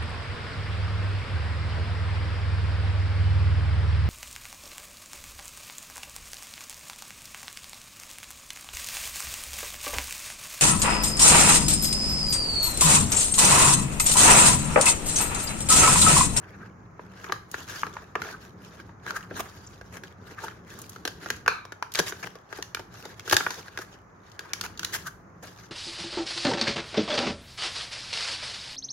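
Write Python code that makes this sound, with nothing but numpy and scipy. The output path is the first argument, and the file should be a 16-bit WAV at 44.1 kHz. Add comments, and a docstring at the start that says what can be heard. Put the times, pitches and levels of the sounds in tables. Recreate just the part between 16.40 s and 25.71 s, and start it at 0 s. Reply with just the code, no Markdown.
"""A small room, close above a table: two hands peel a card off a plastic blister pack before two microphones.
The thin shell snaps in ringing panel modes and creaks in resonances driven by slips; its hardest snap rings on.
The card gives way in band-filtered bursts of fibre breaks: short rips, fine peeling crackle, ticks and glue clicks.
Fingers rub, bump and once squeak; shaped noise makes the hands and the quiet room tone, a noise tail the room.
"""
import sys
import numpy as np
from scipy import signal
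from scipy.fft import irfft, next_fast_len
from scipy.io import wavfile
from scipy.ndimage import uniform_filter1d

SR = 44100
rng = np.random.default_rng(int(sys.argv[2]) if len(sys.argv) > 2 else 0)


def transcribe(signal):
    """Save signal, clipped to [-1, 1], as a 16-bit WAV file at the path in sys.argv[1]."""
    frames = np.atleast_2d(signal).T
    limited = np.clip(frames, -1, 1)
    pcm = np.round(limited * 32767).astype(np.int16)
    wavfile.write(sys.argv[1], SR, pcm)


N = 410561
TIME = np.arange(N) / SR
HZ = np.fft.rfftfreq(next_fast_len(N, True), 1 / SR)

# levels of the pack's sounds are set before the 2 dB lift and left-right lean at the microphones
# left-right likeness of the thump, body, crack and fizz bands, in that order [0-1]
LIKENESS = [0.83, 0.4, 0.12, 0.043]
# dull noise of the hands: (frequency [Hz], relative level [dB])
HAND_SPECTRUM = [(36, -28), (50, -2.5), (64, -4.5), (105, 5), (145, -3.5), (185, 3.5), (225, -7),
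                 (410, -7.5), (600, -20.5), (1500, -62.5)]
# the shell buckles: (time [s], level [dB], panel pitch [Hz], thump re level [dB], crack re level [dB])
SHELL_SNAPS = [(.5936, -41.5, 974, -2, -32), (.8426, -39.5, 1670, -9, -11), (.865, -46, 1190, -16, -23),
               (0.896, -36, 800, -2.5, -28), (0.9219, -25.5, 1185, -15, -9),
               (1.142, -30.5, 1416, -10.5, -16.5), (1.433, -25, 1173, -33, -32),
               (1.4662, -39.5, 1290, -6.5, -10.5), (1.5674, -35.5, 974, -28, -23),
               (1.7536, -26, 1185, -7, -20.5), (1.8182, -32, 1410, -15.5, -10.5),
               (1.8875, -41.5, 1700, -16, -18), (2.4, -47, 1550, -12, -11), (2.492, -50.5, 930, -10, -29),
               (2.6645, -38.5, 1320, -33, -11.5), (2.7066, -32, 1420, -24, -11),
               (2.9102, -42, 1610, 5, -34), (3.412, -46, 1620, -2, -10.5),
               (3.6355, -43.5, 1646, -6.5, -6.5), (4.082, -38, 1315, -14.5, -12),
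               (4.5607, -43, 1320, -9, -10.5), (4.6519, -33.5, 1710, -2.5, 0.5),
               (4.6758, -34.5, 1574, -6, 0.5), (4.86, -36, 1420, -6, -13), (4.9027, -27.5, 1630, -13, -4.5),
               (5.0614, -31.5, 1450, -13, -17), (5.0786, -17, 1543, -14, -13.5),
               (5.2517, -45.5, 1040, -6, -6.5), (5.3211, -39.5, 1444, -7.5, -8.5),
               (5.425, -28.5, 985, -22, -14), (5.5489, -35.5, 2410, -12, -1), (5.5548, -36, 2300, -33, 6),
               (5.5892, -30, 1700, -5.5, 3), (5.7224, -36, 1530, -5.5, -16), (5.954, -48.5, 1130, 2, -6.5),
               (6.1264, -37.5, 1610, -9.5, -12), (6.1859, -45.5, 860, 7, -7), (6.2252, -40, 1820, -33, 4),
               (6.3468, -32, 2360, -15.5, -2), (6.37, -38.5, 1420, -16, -21), (6.394, -42.5, 910, 1, -6),
               (6.6536, -44, 840, 0.5, -1.5), (6.7954, -45.5, 2150, -22.5, 0),
               (6.8771, -37, 1500, -5, -6.5), (6.897, -41, 2570, -9, 9.5), (6.9111, -30.5, 1660, -7, 0),
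               (6.9281, -20, 824, -14.5, -7), (6.9416, -36, 1640, -3, 7.5),
               (6.9665, -20.5, 1653, -17.5, 0.5), (7.0051, -28.5, 1390, -11.5, -25.5),
               (7.065, -24, 1500, -15, -25), (7.1057, -38, 1000, -13, 1), (7.2815, -44, 1620, -9, -11),
               (7.3743, -34, 1660, -13, -7), (7.3875, -39, 1480, 0, -5.5), (7.9921, -38, 1620, -12, -4),
               (8.1336, -34.5, 2290, -27, 4.5), (8.211, -38.5, 1380, -16, 6), (8.3938, -40, 1500, -22, 3.5),
               (8.431, -37, 1500, -18, -2), (8.4472, -40, 1890, -22, 10)]


def amp(db):
    """Decibels to gain."""
    return 10 ** (np.asarray(db) / 20)


def evened(x):
    """Scales to rms 1, over all channels together."""
    return x / np.sqrt(np.mean(x ** 2) + 1e-20)


def read(points, hz):
    """Reads a spectrum on a log-frequency axis."""
    f, value = np.transpose(points)
    return np.interp(np.log(hz + 1), np.log(f + 1), value)


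def follow(rows):
    """One curve over time for each column after the first, which holds the times."""
    s, *columns = np.transpose(rows)
    return [np.interp(TIME, s, column) for column in columns]


def add(mix, s, sound):
    """Mixes a stereo sound in at time s."""
    part = mix[:, max(round(s * SR), 0):][:, :sound.shape[1]]
    part += sound[:, :part.shape[1]]


def pair(x, same):
    """Blends two unrelated rows into a left and right of the given likeness."""
    same = np.clip(same, 0, 1)
    mid = np.sqrt((1 + same) / 2) * x[0]
    side = np.sqrt((1 - same) / 2) * x[1]
    return np.array([mid + side, mid - side])


def through(x, response):
    """Passes both channels through a response."""
    return signal.oaconvolve(x, response[None], axes=1)[:, :x.shape[1]]


def pack_band(lo, hi, size=2048, order=14):
    """Card and shell colour the sound between two borders [Hz]: a causal, minimum-phase response."""
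    # colour of card and shell: (frequency [Hz], relative level [dB])
    colour = [(200, -13), (410, -1), (570, -7), (790, -3), (1000, -0.5), (1650, 5), (2050, -4.5),
              (2600, -7), (3100, -10), (4500, -10), (6750, -11), (7900, -25), (12000, -20), (16000, -28)]
    hz = np.abs(np.fft.fftfreq(size, 1 / SR)) + 1
    edges = np.sqrt((1 + (lo / hz) ** order) * (1 + (hz / hi) ** order))
    gain = amp(read(colour, hz)) / edges
    log_gain = np.log(np.maximum(gain / gain.max(), 1e-4))
    # the Hilbert transform of the log gain gives the minimum phase
    spectrum = np.exp(np.conj(signal.hilbert(log_gain)))
    return np.fft.ifft(spectrum).real[:size // 2]


def murky(spectrum, same):
    """Steady stereo noise of a given spectrum, at rms 1."""
    noise = rng.standard_normal((2, len(HZ))) + 1j * rng.standard_normal((2, len(HZ)))
    return evened(irfft(pair(noise, same) * amp(read(spectrum, HZ)))[:, :N])


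def clumps(length_s):
    """Random curve of rms 1: straight lines between draws that lie length_s apart."""
    draws = rng.standard_normal(N // 100)
    return evened(np.interp(TIME / length_s, np.arange(len(draws)), draws))


def fibres(count, per_s, spread_db, hiss):
    """Two rows of tiny breaks at shared moments, a few of them large, over smooth friction."""
    size = amp(spread_db * np.minimum(rng.exponential(1, count), 4))
    size *= rng.random(count) < per_s / SR
    breaks = evened(size * rng.standard_normal((2, count)))
    return breaks + hiss * rng.standard_normal((2, count))


def resonate(x, hz, width):
    """A steep two-pole-pair resonance that can follow a moving pitch; width sets its pole radius [Hz]."""
    turn = np.exp(2j * np.pi * np.cumsum(hz * np.ones(x.shape[1])) / SR)
    r = np.exp(-np.pi * abs(width) / SR)
    # turned down to 0 Hz, smoothed there and turned back up
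    smooth = signal.lfilter([(1 - r) ** 2], [1, -2 * r, r * r], x / turn)
    return (turn * smooth).real


def room_tone():
    """The quiet room: steady, wide noise."""
    # (frequency [Hz], relative level [dB])
    tone = [(30, -23), (250, -10.5), (450, -5), (1200, -2.5), (1700, -8.5), (2200, -15.5), (3400, -40),
            (6700, -23.5), (7800, -47.5), (16000, -43)]
    return amp(-55.5) * murky(tone, same=0.12)


def hands():
    """Fingers knead and bump the pack: a deep rumble under a hollow murmur that comes and goes."""
    # how firmly the hands knead: (time [s], level [dB])
    grip = [(0, -49.5), (4.4, -49.5), (5.0, -48), (5.4, -58.5), (5.62, -49), (6, -58), (6.2, -53.5),
            (7, -50.5), (7.3, -54.5), (8.05, -54.5), (8.3, -49), (8.65, -47), (8.9, -52)]
    # a finger shifts its hold with a soft bump: (time [s], level [dB])
    shifts = [(.2, -47), (1.45, -45), (1.82, -44.5), (2.28, -49), (2.5, -49.5), (2.95, -45)]
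    bump_s = 0.043  # from a bump's peak to 1/e of it
    noise = murky(HAND_SPECTRUM, same=0.94)
    deep = signal.sosfiltfilt(signal.butter(4, 150, fs=SR, output="sos"), noise)
    murmur = noise - deep
    lumpy = deep * amp(0.85 * clumps(0.18)) + murmur * amp(1.9 * clumps(0.078))
    bumps = sum(amp(db) * np.exp(-((TIME - s) / bump_s) ** 2) for s, db in shifts)
    return np.hypot(amp(follow(grip)[0]), bumps) * evened(lumpy)


def pulling():
    """Level and brightness [dB] over time: pulls tighten, sag as the card gives, slacken and blend."""
    # pulls on the card: (time when taut [s], held [s], level [dB], brightness re level [dB])
    pulls = [(0, 0.26, -54.5, -10), (.62, 0.22, -58.5, -5.5), (0.791, 0.12, -48.5, -4),
             (1.154, 0.068, -49, 1.5), (1.3, 0.13, -48, 3.5), (1.54, 0.094, -52.5, -7),
             (1.81, 0.12, -48, -2), (2.02, 0.055, -59, -1), (2.22, 0.23, -56.5, -2),
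             (2.68, 0.13, -49, -4.5), (2.965, 0.024, -44, -3), (3.09, 0.48, -61, 2.5),
             (3.641, 0.065, -58, -3.5), (3.878, 0.12, -53, -4.5), (4.01, 0.056, -45.5, -4),
             (4.3, 0.085, -54.5, 0), (4.38, 0.18, -58, 5), (4.838, 0.068, -48.5, -1),
             (5.57, 0.15, -46.5, -1.5), (5.8, 0.1, -54, 0), (6.121, 0.087, -56, -1),
             (6.552, 0.15, -50.5, -2), (6.8, .08, -54, 0.5), (6.9, 0.25, -46.5, 3.5),
             (7.16, 0.11, -54.5, -1.5), (7.36, 0.18, -56.5, -2), (7.85, 0.12, -61.5, -3.5),
             (8, 0.46, -52, -9), (8.43, 0.14, -49.5, 1), (9.055, 0.18, -56, 1.5)]
    tighten, sag, slacken = 335, 18, 172.5  # dB per s
    touch_db, touch_bright_db = -75, -6  # between pulls the fingers only rest on the card
    t = np.arange(0, N / SR, 1 / 400)  # 400 control points per s
    s, held, db, bright_db = np.transpose(pulls)[:, :, None]
    early = np.maximum(s - t, 0)
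    taut = np.clip(t - s, 0, held)
    late = np.maximum(t - s - held, 0)
    level = db - tighten * early - sag * taut - slacken * late
    body = np.hypot(np.linalg.norm(amp(level), axis=0), amp(touch_db))
    treble = np.hypot(np.linalg.norm(amp(level + bright_db), axis=0), amp(touch_db + touch_bright_db))
    return follow(np.transpose([t, 20 * np.log10(body), 20 * np.log10(treble / body)]))


def peel(bands):
    """Glue and fibres part in clumps, coarse and fine ones each in their own band."""
    db, bright_db = pulling()
    # a light touch only slides, a hard pull breaks fibres
    slide = 1.5 * amp(-.45 * (db + 38.5))
    catch = amp(3.46 * clumps(0.022)) / np.sqrt(1 + slide ** 2)
    treble_db = db + bright_db
    fizz_db = treble_db - 8.0 + 0.2 * (treble_db + 50.0)  # stronger treble reaches higher
    levels = [db - 5.5, db + 0.5, treble_db - 2.5, fizz_db]
    out = np.zeros((2, N))
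    for band, same, level in zip(bands, LIKENESS, levels):
        breaks = fibres(count=N, per_s=420, spread_db=1.5, hiss=slide) * catch
        crackle = through(pair(breaks, same), band) * amp(2.0 * clumps(0.014))
        out += amp(level) * evened(crackle)
    return out


def ticks(bands, count=900, size=700):
    """Small stiff facets and fibres tick dryly, each at its own pitch, following the pull up to a limit."""
    low_hz, octaves, t60 = 990, 2.0, 0.014  # lowest pitch, range above it, ring time of the tone [s]
    db, bright_db = pulling()
    t, out = np.arange(size) / SR, np.zeros((2, N))
    fade = amp(-60 * t / t60)
    for when, strength, pitch, reach in rng.random((count, 4)):
        at = int(when * N)
        # the grit dies twice as fast as the tone
        grit = pair(rng.standard_normal((2, size)), LIKENESS[2]) * fade ** 2
        hz = low_hz * 2 ** (octaves * pitch)
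        ring = np.sin(2 * np.pi * hz * t + rng.standard_normal((2, 1))) * fade
        crack, fizz = (evened(through(grit, band)) for band in bands[2:])
        treble = crack + amp(-14.0 + 13 * reach) * fizz
        tick = 1.4 * evened(ring) + amp(bright_db[at]) * treble
        tick_db = min(db[at], -48) - 18 + 12.9 * strength ** 2
        add(out, at / SR, amp(tick_db) * tick)
    return out


def creaks(bands):
    """Panels rub: quick slips swell and stop, singing in one panel and the whole shell, with grit on top."""
    # (time of peak [s], peak to 1/e [s], level [dB], panel pitch [Hz], grit re level [dB])
    rubs = [(0.232, 0.0071, -45, 1570, -27), (1.944, 0.013, -43, 1480, -26),
            (2.766, 0.0081, -29.5, 1580, -8.5), (3.987, 0.0056, -36.5, 1600, -23),
            (4.044, 0.0095, -35, 970, -7.5), (7.419, 0.011, -42.5, 1640, -2.5),
            (8.673, 0.0085, -35, 1490, -3)]
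    shell_hz, shell_db, width_hz = 1330, -2, 270  # shell level is relative to the panel
    out, t = np.zeros((2, N)), TIME[:SR // 5] - .1
    for s, half, db, panel_hz, grit_db in rubs:
        swell = np.exp(-abs(t / half))
        slips = rng.standard_normal((2, len(t)))
        driven = pair(slips, LIKENESS[0])
        panel, shell = (evened(resonate(driven, hz, width_hz) * swell) for hz in (panel_hz, shell_hz))
        grit = evened(through(pair(slips, LIKENESS[2]), bands[2] + bands[3]) * swell)
        creak = panel + amp(shell_db) * shell + amp(grit_db) * grit
        add(out, s + t[0], amp(db) * np.sqrt(np.mean(swell ** 2)) * creak)
    return out


def snap(bands, db, hz, t60, thump_db, crack_db, size=2500):
    """A panel flips: a blow and a shiver of the shell; its two lowest modes ring, its crease pings."""
    crease_hz, quick_share = 4404, 0.82  # middle ping pitch; treble ring time as a share of the panel's
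    t, t60 = np.arange(size) / SR, max(t60, .005)
    rise = 1 - np.exp(-t / 0.0002)
    fade, quick = (rise * amp(-60 * t / ring_s) for ring_s in (t60, quick_share * t60))
    fizz_db = 1.08 * crack_db - 8.0  # the sharper the crack, the higher it reaches
    parts = []
    for band, same, decay in zip(bands, LIKENESS, [fade, fade, quick, quick]):
        shiver = pair(rng.standard_normal((2, size)), same) * decay
        drive = 3.9 * shiver / np.linalg.norm(shiver[0])
        drive[:, np.argmax(decay)] += 1  # the blow lands at the peak of the shiver's envelope
        parts.append(evened(through(drive, band)))
    # each mode reaches each microphone at its own phase
    phases = 0.38 * rng.standard_normal((2, 2, 1))
    upper_hz = hz * rng.uniform(1.5, 1.6)
    ring = np.sin(2 * np.pi * hz * t + phases[0])
    ring = ring + 0.18 * np.sin(2 * np.pi * upper_hz * t + 2 * phases[1])
    # a small, high panel radiates little far below its pitch
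    small = signal.butter(2, hz / 2, "highpass", fs=SR)
    parts[1] = evened(evened(signal.lfilter(*small, parts[1])) + evened(ring * fade))
    ping_hz = crease_hz * 2 ** rng.uniform(-.5, .5)
    ping = np.sin(2 * np.pi * ping_hz * t + rng.standard_normal((2, 1)))
    parts[2] = evened(parts[2] + 0.44 * evened(ping * quick))
    band_levels = [thump_db, 0, crack_db, fizz_db]
    sound = sum(amp(db + band_db) * part for band_db, part in zip(band_levels, parts))
    # each level counts the band's whole energy as if spread over 10 ms
    return sound * np.sqrt(.01 * SR / size)


def snaps(bands):
    """The big flips of the shell: a bigger panel thumps more and rings longer."""
    out = np.zeros((2, N))
    for s, db, hz, thump_db, crack_db in SHELL_SNAPS:
        # 25 ms at a thump of -15 dB; the ring time grows 0.25 dB per dB of thump
        t60 = 0.025 * amp(0.25 * (thump_db + 15.0))
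        add(out, s, snap(bands, db, hz, t60, thump_db, crack_db))
    return out


def clicks(bands):
    """Spots of glue part with thin clicks: all treble, too small to move a panel."""
    # (time [s], crack level [dB], fizz re crack [dB])
    glue_spots = [(1.1144, -52.5, 8), (1.5375, -53, -11), (4.389, -60, 12), (4.4166, -57, 12.5),
                  (4.4946, -55, 10), (4.963, -54, -3), (5.519, -47.5, -4), (5.5384, -43, 1),
                  (6.1735, -54.5, 3), (7.917, -55.5, -12), (8.375, -46, -13)]
    t60 = 0.036  # slope of the fade [s per 60 dB]; each click stops after 10 ms
    out, t = np.zeros((2, N)), TIME[:SR // 100]
    for s, db, fizz_db in glue_spots:
        grit = pair(rng.standard_normal((2, len(t))), LIKENESS[2]) * amp(-60 * t / t60)
        crack, fizz = (evened(through(grit, band)) for band in bands[2:])
        add(out, s, amp(db) * (crack + amp(fizz_db) * fizz))
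    return out


def rips(bands, size=1024):
    """A dense avalanche of breaking fibres swells and stops; the give jolts the hands."""
    # a strip lets go: (time [s], length [s], level [dB], then thump, crack, fizz re level [dB])
    strips = [(1.274, 0.14, -50.5, -12, -7, -8.5), (2.99, 0.026, -34.5, -7.5, -9, -7.5),
              (3.513, 0.084, -48, -6.5, -10.5, -10), (5.544, 0.059, -43, -12, -2, -5),
              (5.584, .022, -29, -5.5, -0.5, -6.5), (5.653, 0.062, -44.5, -13, 3.5, -1.5),
              (5.824, 0.027, -37.5, -12.5, -10.5, -18.5), (5.855, 0.026, -42, -10, -8.5, -15),
              (6.92, .021, -23, -12, -7.5, -9), (8.223, 0.048, -41.5, -12, -3, -9),
              (8.52, 0.057, -38.5, -20, -1, -1), (9.021, 0.039, -49.5, -1.5, -9.5, -10.5)]
    out = np.zeros((2, N))
    jolt = murky(HAND_SPECTRUM, same=LIKENESS[0])
    for s, length, db, thump_db, crack_db, fizz_db in strips:
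        count = int(max(length, .005) * SR)
        breaks = fibres(count=count, per_s=3500, spread_db=1, hiss=0.5)
        # fibres give way in small bundles
        crunch = amp(2.2 * clumps(0.0018)[:count])
        burst = crunch * breaks * signal.windows.tukey(count, .7)
        burst = np.pad(burst, ((0, 0), (0, size)))  # room for the bands to ring out
        share = np.sqrt(count / (count + size))  # makes the level that of the strip without its padding
        for band, same, band_db in zip(bands, LIKENESS, [thump_db, 0, crack_db, fizz_db]):
            part = evened(through(pair(burst, same), band))
            add(out, s, amp(db + band_db) * part * share)
        push = jolt[:, round(s * SR):][:, :count + size]
        add(out, s, amp(db + thump_db - 4.5) * push * signal.windows.tukey(push.shape[1], .5))
    return out


def squeaks():
    """Skin sticks and slips on the smooth shell at an unsteady rate that falls as the finger slows."""
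    # (time [s], starting pitch [Hz], level [dB])
    slips = [(3.261, 6860, -51)]
    length_s, fall, jitter_hz = 0.023, 37600, 500  # fall in Hz per s
    out, t = np.zeros((2, N)), TIME[:int(length_s * SR)]
    for s, hz, db in slips:
        pitch = hz - fall * t + jitter_hz * clumps(0.0016)[:len(t)]
        tone = np.sin(2 * np.pi * np.cumsum(pitch) / SR + rng.standard_normal((2, 1)))
        add(out, s, amp(db) * evened(tone * np.hanning(len(t))))
    return out


def after_ring():
    """The shell shudders on after its hardest snap; its resonances sink in pitch as it relaxes."""
    # (starting frequency [Hz], level before the fade [dB])
    resonances = [(1320, -32), (2550, -36), (4300, -40.5)]
    t60, sag, width_share = 0.42, 0.76, 0.15  # s, octaves per s, share of the starting frequency
    out, t = np.zeros((2, N)), TIME[:SR // 2]
    s = max(SHELL_SNAPS, key=lambda row: row[1])[0]
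    for hz, db in resonances:
        shudder = pair(rng.standard_normal((2, len(t))), LIKENESS[1])
        ring = resonate(shudder, hz * 2 ** (-sag * t), width_share * hz)
        add(out, s, amp(db - 60 * t / t60) * evened(ring))
    return out


def flexing(x, depth_db=3.0):
    """The bending pack's resonances come and go: random patches of time and frequency, alike left and right."""
    z = signal.stft(x, nperseg=512)[2]
    patches = rng.standard_normal(z.shape[1:])
    patches = uniform_filter1d(patches, size=6, axis=0)
    patches = uniform_filter1d(patches, size=5, axis=1)
    gain = evened(amp(depth_db * evened(patches)))
    return signal.istft(z * gain)[1][:, :N]


def room(x, t60=0.33, gap=0.00099):
    """A small room: a short, dense noise tail that starts after a gap [s]."""
    t = TIME[:SR // 2]
    tail = pair(rng.standard_normal((2, len(t))), 0.17) * (t > gap) * amp(-60 * t / t60)
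    return signal.oaconvolve(x, tail / np.linalg.norm(tail[0]), axes=1)[:, :N]


def scene():
    """The pack sits a little nearer the left microphone; hands and room tone lie beneath."""
    # borders of the thump, body, crack and fizz bands [Hz]
    borders = [260, 700, 2800, 7400, 16000]
    # the pack drifts to the left as it is opened: (time [s], left minus right [dB])
    drift = [(0, 0.5), (9.3, 1)]
    bands = [pack_band(lo, hi) for lo, hi in zip(borders, borders[1:])]
    pops = snaps(bands) + clicks(bands)
    tearing = flexing(rips(bands) + peel(bands)) + creaks(bands) + ticks(bands) + squeaks()
    left, right = pops + tearing + after_ring()
    lean = amp(follow(drift)[0] / 2)
    # the right microphone hears the pack two samples later
    direct = amp(2.0) * np.array([left * lean, np.roll(right, 2) / lean])
    # the hardest pops flex the whole shell, which sends more of the sound into the room
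    force = np.sqrt(abs(uniform_filter1d(pops[0] ** 2, SR // 100)))
    send = amp(-8.5) * pops * (1 + 3 * force) + amp(-9.0) * tearing
    return direct + room(send) + hands() + room_tone()


def record(dry):
    """Full-scale ceiling, then a linear-phase band limit at 16.2 kHz with its delay taken out."""
    limited = np.pad(np.clip(dry, -1, 1), ((0, 0), (0, 255)))
    lowpass = signal.firwin(511, 16200, window=("kaiser", 9), fs=SR)
    return through(limited, lowpass)[:, 255:]


dry = scene()
out = record(dry)
transcribe(out)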